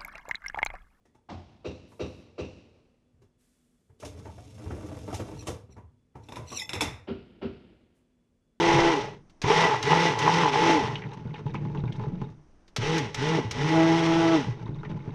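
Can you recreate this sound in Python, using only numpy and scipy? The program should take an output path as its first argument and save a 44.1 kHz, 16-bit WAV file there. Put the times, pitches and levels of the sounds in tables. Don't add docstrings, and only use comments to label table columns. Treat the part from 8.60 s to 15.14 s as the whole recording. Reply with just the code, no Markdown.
import sys
import numpy as np
from scipy import signal
from scipy.fft import rfft, irfft
from scipy.io import wavfile
from scipy.ndimage import uniform_filter1d

SR = 44100
rng = np.random.default_rng(int(sys.argv[2]) if len(sys.argv) > 2 else 0)


def digitize_waveform(pressure):
    field = np.atleast_2d(pressure).T
    bounded = np.clip(field, -1, 1)
    quanta = np.round(bounded * 32767).astype(np.int16)
    wavfile.write(sys.argv[1], SR, quanta)


N = 288414
TIME = np.arange(N) / SR
FULL_SPEED_HZ = 168
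SCATTER_DB = 2

# [on t/s, off t/s, top speed f/Hz, spin-up t/s, braking/(Hz/s), guard f/Hz, then relative levels:
#  rattle level/dB, guard level/dB, wall level/dB, unbalance level/dB, blade level/dB, overtones level/dB]
PRESSES = [ (-0.55, 0.306, 169, 0.05, 497, 848.5, -28.5, -23.5, -30.5, -31.5, -23.5, -39.5),
           (0.812, 1.06, 165.5, .038, 488, 868, -26.5, -20.5, -31, -29, -44, -32.5),
           (1.224, 1.475, 170, .045, 591, 867, -27.5, -24, -31.5, -26, -34.5, -44),
           (1.588, 1.815, 171, .05, 421, 872, -27.5, -23.5, -32.5, -27, -31, -35),
           (1.92, 2.125, 169, .05, 416, 865, -27.5, -21, -30.5, -33.5, -22, -39),
           (4.161, 4.373, 165, .043, 618, 858, -30.5, -31, -34, -26.5, -30, -55),
           (4.543, 4.757, 165, .055, 583.2, 862, -32, -30, -36.5, -24.5, -27, -32.5),
           (4.914, 5.75, 164.5, .07, 540, 845, -32, -29.5, -36, -22.5, -22, -30.5)]
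# [t/s, relative level/dB]
KNOCKS = [(0.844, -20.5), (1.663, -15), (2.42, -34), (2.518, -33), (2.707, -49), (2.741, -30.5),
          (2.865, -29), (2.945, -25), (3.052, -32.5), (3.099, -38), (3.149, -30.5), (3.239, -33),
          (3.28, -41), (3.396, -30.5), (3.438, -31), (3.616, -29.5), (5.866, -51), (6.065, -35),
          (6.202, -46), (6.232, -36.5), (6.492, -36)]
# [f/Hz, width f/Hz, relative level/dB]
GUARD_MODES = [(853, 20, 0), (888, 30, -8), (957, 45, -10)]
# [f/Hz, width f/Hz, relative level/dB]
WALL_MODES = [(340, 87, 2), (411.9, 25, 14), (463.4, 7.2, 6), (550, 54, -37.5), (770, 65, -32.5)]
# [f/Hz, width f/Hz, relative level/dB]
BASE_MODES = [(61.7, 25, -21.5), (119.2, 7.9, 4.5), (143.7, 11, 9.5), (179.3, 6.9, -5), (227.5, 4, -18),
              (321, 6.2, -2.5), (398, 67, -34.5)]
# [f/Hz, relative level/dB]
SCRAPE_COLOUR = [(200, 5.5), (500, 0.5), (1100, -1.5), (1700, -3), (2700, -3), (4000, -11.5), (5000, -15.5),
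                 (6100, -13.5), (7200, -30), (11000, -47), (15000, -59)]


def from_db(db):
    return 10 ** (np.asarray(db) / 20)


def rms_one(x):
    return x / np.sqrt(np.mean(x ** 2) + 1e-20)


def peak_one(x):
    return x / np.abs(x).max()


def add(track, s, sound):
    start = max(round(s * SR), 0)
    track[start:start + len(sound)] += sound[:N - start]


def drift(rate):
    step = 40
    r = np.exp(-2 * np.pi * step * rate / SR)
    noise = rng.standard_normal(N // step + 2002)
    slow = signal.lfilter([1], [1, -2 * r, r * r], noise)[2000:]
    return np.interp(np.arange(N) / step, np.arange(len(slow)), rms_one(slow))


def colour(x, spectrum):
    size = 8192
    hz, db = np.transpose(spectrum)
    bin_hz = np.arange(size // 2 + 1) * SR / size
    gain = from_db(np.interp(np.log(bin_hz + 1), np.log(hz), db))
    cepstrum = irfft(np.log(gain))[:size // 2]
    cepstrum[1:] *= 2
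    response = irfft(np.exp(rfft(cepstrum, size)))
    return signal.fftconvolve(x, response)[:len(x)]


def resonate(x, modes, scatter_db=0):
    out = 0
    for hz, width, db in modes:
        r = np.exp(-np.pi * width / SR)
        poles = [1, -2 * r * np.cos(2 * np.pi * hz / SR), r * r]
        ring = signal.lfilter([1, 0, -1], poles, x + 1e-18)
        ring = signal.lfilter(*signal.butter(2, min(3.12 * hz, .4 * SR), fs=SR), ring)
        strength = from_db(db + scatter_db * rng.standard_normal())
        out = out + ring * (1 - r * r) / 2 * strength
    return out


def grains(per_s, unevenness):
    born = rng.random(N) < per_s / SR
    sign = rng.choice([-1, 1], N)
    size = np.exp(unevenness * rng.standard_normal(N).clip(-2, 2))
    return rms_one(born * sign * size)


def contact(decay_s, grit):
    t = TIME[:SR // 4]
    force = grit * rng.standard_normal(len(t)) * np.exp(-t / decay_s)
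    force[0] += 1
    return force


def wander(ring, depth):
    lead = uniform_filter1d(drift(8), SR // 10) * depth * SR / 50
    return np.interp(np.arange(N) + lead, np.arange(N), ring)


def steady_ring(modes, per_s, window_s, bend):
    ring = wander(resonate(grains(per_s, unevenness=0.25), modes), bend)
    local_power = uniform_filter1d(ring ** 2, int(window_s * SR)).clip(0)
    return ring / np.sqrt(local_power + 1e-3 * np.mean(ring ** 2))


def partial(angle, rough, flutter_rate):
    rough = np.clip(rough, 0, 1)
    steady = np.sqrt(2 * (1 - rough ** 2))
    in_phase = (steady + rough * drift(flutter_rate)) * np.sin(angle)
    return in_phase + rough * drift(flutter_rate) * np.cos(angle)


def per_press(column):
    rows = np.array(PRESSES)
    latest = np.searchsorted(rows[1:, 0], TIME)
    return rows[latest, column]


def driven(speed, column, power):
    level = from_db(uniform_filter1d(per_press(column), SR // 25))
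    return level * (speed / FULL_SPEED_HZ + 1e-6) ** power


def room(x, wet_db, t60, dull_hz):
    t = TIME[:SR // 2]
    tail = rng.standard_normal(len(t)) * from_db(-60 * t / t60) * (t > .004)
    band = signal.butter(1, [400, min(dull_hz, .45 * SR)], "band", fs=SR, output="sos")
    tail = signal.sosfilt(band, tail)
    return x + from_db(wet_db) * signal.fftconvolve(x, tail / np.sqrt(np.sum(tail ** 2)))[:N]


def still_air(level_db):
    # [f/Hz, relative level/dB]
    air_colour = [(47, -17), (80, -10), (97, -7.5), (318, -5.5), (490, -15.5), (689, -15), (1800, -25),
                  (4300, -37.5), (5900, -29), (7300, -43.5), (9490, -41.5), (16100, -120)]
    return from_db(level_db) * rms_one(colour(rng.standard_normal(N), air_colour))


def handling(speed, gain_db, kick_db):
    # [t/s, relative level/dB]
    hand_levels = [(0.0, -45), (0.16, -35), (0.53, -59.5), (0.8, -52.5), (0.84, -58), (2.6, -59),
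                   (3.42, -40.5), (4.13, -54.5), (4.22, -38), (4.33, -56), (5.85, -46), (6.54, -50)]
    # [f/Hz, relative level/dB]
    rumble_colour = [(20, 20), (35, -0.5), (60, 6), (85, -2.5), (130, -22)]
    gaining = np.gradient(speed).clip(0)
    torque = peak_one(uniform_filter1d(gaining, SR // 10, origin=SR // 20 - 1))
    band = signal.butter(2, [15, 130], "band", fs=SR, output="sos")
    rumble = signal.sosfilt(band, colour(rng.standard_normal(N), rumble_colour))
    hands = from_db(gain_db + np.interp(TIME, *np.transpose(hand_levels)))
    return (hands + from_db(kick_db) * torque) * rms_one(rumble)


def stir_effort(column, waver_db):
    # [start t/s, end t/s, rumble relative level/dB, scrape relative level/dB]
    stirs = [(2.254, 2.837, -39.5, -47), (2.873, 3.657, -33, -50), (5.841, 6.544, -36.5, -48.5)]
    attack_s, release_db_per_s = 0.034, 144
    spells = []
    for row in stirs:
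        onset = ((TIME - row[0]) / attack_s).clip(0, 1)
        fall_db = release_db_per_s * (TIME - row[1]).clip(0)
        spells.append(from_db(row[column] - fall_db) * onset)
    return np.max(spells, axis=0) * from_db(waver_db * drift(3.8))


def splashing(gain_db, rise_s):
    out, phase = np.zeros(N), TIME[:SR // 4] / rise_s
    for s, db in KNOCKS:
        add(out, s, from_db(db + gain_db) * phase * np.exp(1 - phase))
    return out


def stirring(drag, rumble_db, scrape_db, guard_db, wall_db):
    base = steady_ring(BASE_MODES, per_s=290, window_s=0.17, bend=0.015)
    rumble = from_db(rumble_db) * stir_effort(column=2, waver_db=2.5) * base
    rub = grains(1800, unevenness=0.05) * np.exp(0.39 * drift(30))
    scrape = from_db(scrape_db) * rms_one(colour(rub, SCRAPE_COLOUR))
    body = from_db(guard_db) * rms_one(resonate(rub, GUARD_MODES))
    body = body + from_db(wall_db) * rms_one(resonate(rub, WALL_MODES))
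    return rumble + drag * (scrape + wander(body, depth=0.064))


def smacks(drag, per_s, gain_db, muffle_hz):
    # [f/Hz, width f/Hz, relative level/dB]
    bubbles = [(1190, 150, -13.5), (1435, 100, 19), (2150, 130, 18), (2460, 250, -4), (2960, 350, -6),
               (3730, 150, 18), (4430, 770, -29), (5800, 770, -9)]
    pops = sum(resonate(grains(per_s, unevenness=0.53), [bubble]) for bubble in bubbles)
    pops = signal.sosfilt(signal.butter(4, muffle_hz, fs=SR, output="sos"), pops)
    return from_db(gain_db) * drag * rms_one(pops)


def squelches(gain_db, width_share, smack_share):
    # [t/s, relative level/dB, f/Hz]
    pockets = [(2.3557, -22.5, 3070), (2.4206, -32, 1970), (2.4375, -33, 2040), (2.744, -35.5, 2820),
               (2.7573, -35, 1990), (2.8777, -42, 2930), (2.938, -42, 2100), (2.9537, -29.5, 2550),
               (3.1742, -38.5, 3100), (3.2774, -37.5, 2100), (3.3228, -34, 3260), (6.232, -32.5, 1330),
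               (6.2504, -35.5, 2090)]
    out = np.zeros(N)
    for s, db, hz in pockets:
        tear = colour(contact(decay_s=0.0071, grit=0.46), SCRAPE_COLOUR)
        cavity = peak_one(resonate(tear, [(hz, width_share * hz, 0)]))
        add(out, s, from_db(db + gain_db) * (cavity + smack_share * peak_one(tear)))
    return out


def bumps(gain_db, base_share):
    # [t/s, peak level/dB, f/Hz]
    landings = [(0.14, -19.5, 138), (0.18, -26, 115.6), (0.839, -18, 119), (2.22, -25.5, 120),
                (2.452, -28, 146), (2.654, -26.5, 138), (2.856, -21.5, 137), (3.053, -28, 142),
                (3.1, -33, 130), (3.236, -20.5, 118), (3.396, -28, 154), (3.468, -24, 128),
                (3.52, -27, 174), (3.614, -22, 138), (4.184, -22, 113), (4.848, -24, 113.4),
                (5.87, -21, 121), (6.091, -26, 138.5), (6.299, -23.5, 141), (6.477, -24, 163)]
    out = np.zeros(N)
    for s, db, hz in landings:
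        force = contact(decay_s=0.021, grit=0.072)
        cushion = peak_one(resonate(force, [(hz, 15, 0)]))
        base = peak_one(resonate(force, BASE_MODES, SCATTER_DB))
        add(out, s, from_db(db + gain_db) * peak_one(cushion + base_share * base))
    return out


def knocks(gain_db, wall_share, splat_share):
    out = np.zeros(N)
    for s, db in KNOCKS:
        force = contact(decay_s=0.01, grit=0.097)
        guard = peak_one(resonate(force, GUARD_MODES, SCATTER_DB))
        wall = peak_one(resonate(force, WALL_MODES, SCATTER_DB))
        splat = peak_one(colour(contact(decay_s=0.0048, grit=0.25), SCRAPE_COLOUR))
        add(out, s, from_db(db + gain_db) * (guard + wall_share * wall + splat_share * splat))
    return out


def clicks(events, gain_db, decay_s, grit, rise_s):
    # [f/Hz, relative level/dB]
    click_colour = [(300, -5), (1200, 0), (2500, 1), (4000, 0), (6200, -1), (7500, -11), (10000, -22),
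                    (14000, -32)]
    out = np.zeros(N)
    for s, db in events:
        force = contact(decay_s, grit)
        force = force * (1 - 0.59 * np.exp(-TIME[:len(force)] / rise_s))
        add(out, s, from_db(db + gain_db) * peak_one(colour(force, click_colour)))
    return out


def plastic_ticks():
    # [t/s, peak level/dB]
    tick_events = [(0.697, -53), (2.533, -43.5), (2.9392, -43), (3.325, -48), (3.362, -50), (3.6994, -57),
                   (4.079, -50), (4.3794, -23.5)]
    return clicks(tick_events, gain_db=0, decay_s=0.0097, grit=0.38, rise_s=0.0011)


def switch_snaps():
    # [t/s, relative level/dB]
    snap_events = [(0.817, -20), (1.2268, -15.5), (1.588, -16), (4.1628, -14.5), (4.5447, -15),
                   (4.9106, -15)]
    return clicks(snap_events, gain_db=-4.5, decay_s=.008, grit=0.99, rise_s=0.0017)


def shaft_speed():
    speed = np.zeros(N)
    for on, off, top_hz, spin_up_s, braking, *_ in PRESSES:
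        powered = (np.minimum(TIME, off) - on).clip(0)
        speed_at_press = np.interp(on, TIME, speed)
        reached = top_hz + (speed_at_press - top_hz) * np.exp(-powered / spin_up_s)
        coasting = (reached - braking * (TIME - off).clip(0)).clip(0)
        speed = np.where(TIME < on, speed, coasting)
    return speed


def shaft_angle(speed, wobble):
    return 2 * np.pi * np.cumsum(speed * (1 + wobble * drift(26.2))) / SR


def swirl(speed):
    lag_s, level_db = 0.086, -38
    r = np.exp(-1 / (lag_s * SR))
    flow = signal.lfilter([1 - r], [1, -r], speed / FULL_SPEED_HZ, zi=[r])[0]
    return from_db(level_db) * flow ** 1.8 * steady_ring(BASE_MODES, per_s=250, window_s=0.025, bend=0.06)


def grazing(column):
    # [t/s, length t/s, guard relative level/dB, wall relative level/dB]
    grazes = [(0.055, 0.11, -18, -36), (0.162, 0.046, -18.5, -29.5), (0.883, .05, -19, -20),
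              (1.015, .05, -30, -27), (1.093, 0.083, -20.5, -55), (1.292, 0.065, -14, -29),
              (1.343, .05, -22, -24.5), (1.49, 0.22, -29.5, -45.5), (1.649, 0.066, -15.5, -37.5),
              (1.786, 0.15, -20, -31), (1.932, 0.049, -21.5, -34), (2.08, 0.041, -28, -18.5),
              (4.761, 0.052, -45, -25.5), (5.101, 0.095, -23.5, -41), (5.275, 0.048, -28, -44),
              (5.71, 0.085, -49, -38)]
    out = 0
    for row in grazes:
        progress = ((TIME - row[0]) / row[1]).clip(0, 1)
        out = out + from_db(row[column]) * np.sin(np.pi * progress) ** 2
    return out


def churn(speed, guard_db, wall_db):
    tuning = np.cumsum(per_press(column=5) / GUARD_MODES[0][0])
    guard_ring = steady_ring(GUARD_MODES, per_s=360, window_s=0.025, bend=0.001)
    guard_ring = np.interp(tuning, np.arange(N), guard_ring)
    wall_ring = steady_ring(WALL_MODES, per_s=400, window_s=0.054, bend=0.028)
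    guard = np.hypot(driven(speed, column=7, power=2.74), grazing(column=2)) * guard_ring
    wall = np.hypot(driven(speed, column=8, power=1.85), grazing(column=3)) * wall_ring
    return from_db(guard_db) * guard + from_db(wall_db) * wall


def wall_song(angle, speed, gain_db, rough):
    song = resonate(partial(3 * angle, rough, flutter_rate=16), WALL_MODES)
    return from_db(gain_db) * driven(speed, column=8, power=4.4) * song


def coupling(angle, speed, rattle_db, housing_db, hiss, throb, flicker):
    # [f/Hz, relative level/dB]
    rattle_colour = [(70, -17.5), (280, -5.5), (450, 0), (700, -22), (1100, -4.5), (1600, -2.5), (3200, -3),
                     (4700, -14), (5500, -7.5), (6300, -13), (7200, -24.5), (10000, -36), (11500, -49),
                     (14500, -70)]
    # [f/Hz, width f/Hz, relative level/dB]
    housing_modes = [(1410, 110, -16.5), (1970, 120, -2), (2100, 54, -2.5), (1960, 44, 1.5),
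                     (2760, 450, -16), (3480, 82, -13.5), (5520, 280, -25.5)]
    torque_db = 7.5
    coast_db = -1.5
    housing_follows = .25
    beat = np.exp(throb * (np.cos(angle) + np.cos(2 * angle + 1)) + flicker * drift(33))
    chatter = grains(2500, unevenness=0.33) + hiss * rng.standard_normal(N)
    force = rms_one(chatter * beat)
    load_db = uniform_filter1d(per_press(column=7), SR // 25)
    housing_gain = from_db(housing_db + housing_follows * (load_db - load_db.mean()))
    housing = housing_gain * rms_one(resonate(force, housing_modes))
    rattle = from_db(rattle_db) * rms_one(colour(force, rattle_colour))
    effort_db = np.where(TIME > per_press(column=1), coast_db, torque_db * (1 - speed / FULL_SPEED_HZ))
    gain = driven(speed, column=6, power=2.58) * from_db(uniform_filter1d(effort_db, SR // 30))
    return gain * (rattle + housing)


def hum(angle, speed, first_db, blade_db, overtone_db, blade_masking, masking):
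    # [order, relative level/dB]
    overtones = [(3, -9), (4, 6.5), (5, 3.5), (6, -2), (7, -4.5), (8, -2.5), (9, -5), (10, -10.5),
                 (11, -23.5), (12, -48.5)]
    rough_bite, smooth_bite = 0.76, 0.16
    vortex_s, vortex_spread_s, vortex_decay_s = 0.17, 0.075, 0.036
    surge_s, surge_period_s, surge_db = 0.28, 0.55, 2
    fling_db_per_s = 11
    rough_order = 2.4
    age = TIME - per_press(column=0)
    since_release = (TIME - per_press(column=1)).clip(0)
    vortex = .5 + .5 * np.tanh((age - vortex_s) / vortex_spread_s)
    vortex = vortex * np.exp(-since_release / vortex_decay_s)
    bite = np.clip(rough_bite + (smooth_bite - rough_bite) * vortex, 0, 1)
    surge = from_db(surge_db * np.cos(2 * np.pi * (age - surge_s) / surge_period_s))

    first = from_db(first_db - fling_db_per_s * age) * driven(speed, column=9, power=3.15)
    first = first * partial(angle, 0.72 * bite, flutter_rate=26)
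    blade = from_db(blade_db) * np.exp(-blade_masking * bite) * driven(speed, column=10, power=3.4)
    blade = blade * partial(2 * angle, bite, flutter_rate=13.9)
    upper = np.zeros(N)
    for order, db in overtones:
        phase = round(order) * angle + 2 * np.pi * rng.random()
        upper += from_db(db) * partial(phase, bite * order / rough_order, flutter_rate=7.5)
    upper *= from_db(overtone_db) * np.exp(-masking * bite) * driven(speed, column=11, power=8.2)
    return first + surge * (blade + upper)


def scene():
    speed = shaft_speed()
    angle = shaft_angle(speed, wobble=0.005)

    hand = bumps(gain_db=0, base_share=0.51)
    hand += knocks(gain_db=-3.0, wall_share=0.89, splat_share=0.33)
    hand += switch_snaps() + plastic_ticks()

    drag = np.hypot(stir_effort(column=3, waver_db=-0.5), splashing(gain_db=-19.5, rise_s=0.017))
    batter = churn(speed, guard_db=-3, wall_db=-0.5) + swirl(speed)
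    batter += stirring(drag, rumble_db=-2.5, scrape_db=-8.5, guard_db=-5.0, wall_db=-5.5)
    batter += squelches(gain_db=-1.5, width_share=0.25, smack_share=0.14)
    batter += smacks(drag, per_s=32, gain_db=-16.5, muffle_hz=4550)

    motor = hum(angle, speed, first_db=0.0, blade_db=3.0, overtone_db=-2.0, blade_masking=1.73, masking=3.6)
    motor += coupling(angle, speed, rattle_db=-2.5, housing_db=-10, hiss=1.0, throb=0.05, flicker=0.16)
    motor += wall_song(angle, speed, gain_db=-5.5, rough=.5)

    in_room = room(motor + batter + hand, wet_db=-16.0, t60=0.16, dull_hz=4900)
    background = still_air(level_db=-63.5) + handling(speed, gain_db=-5, kick_db=-47.5)
    return (in_room + background)[None]


def record(dry):
    return signal.sosfilt(signal.ellip(10, .1, 80, 15100, fs=SR, output="sos"), dry)


dry = scene()
out = record(dry)
digitize_waveform(out)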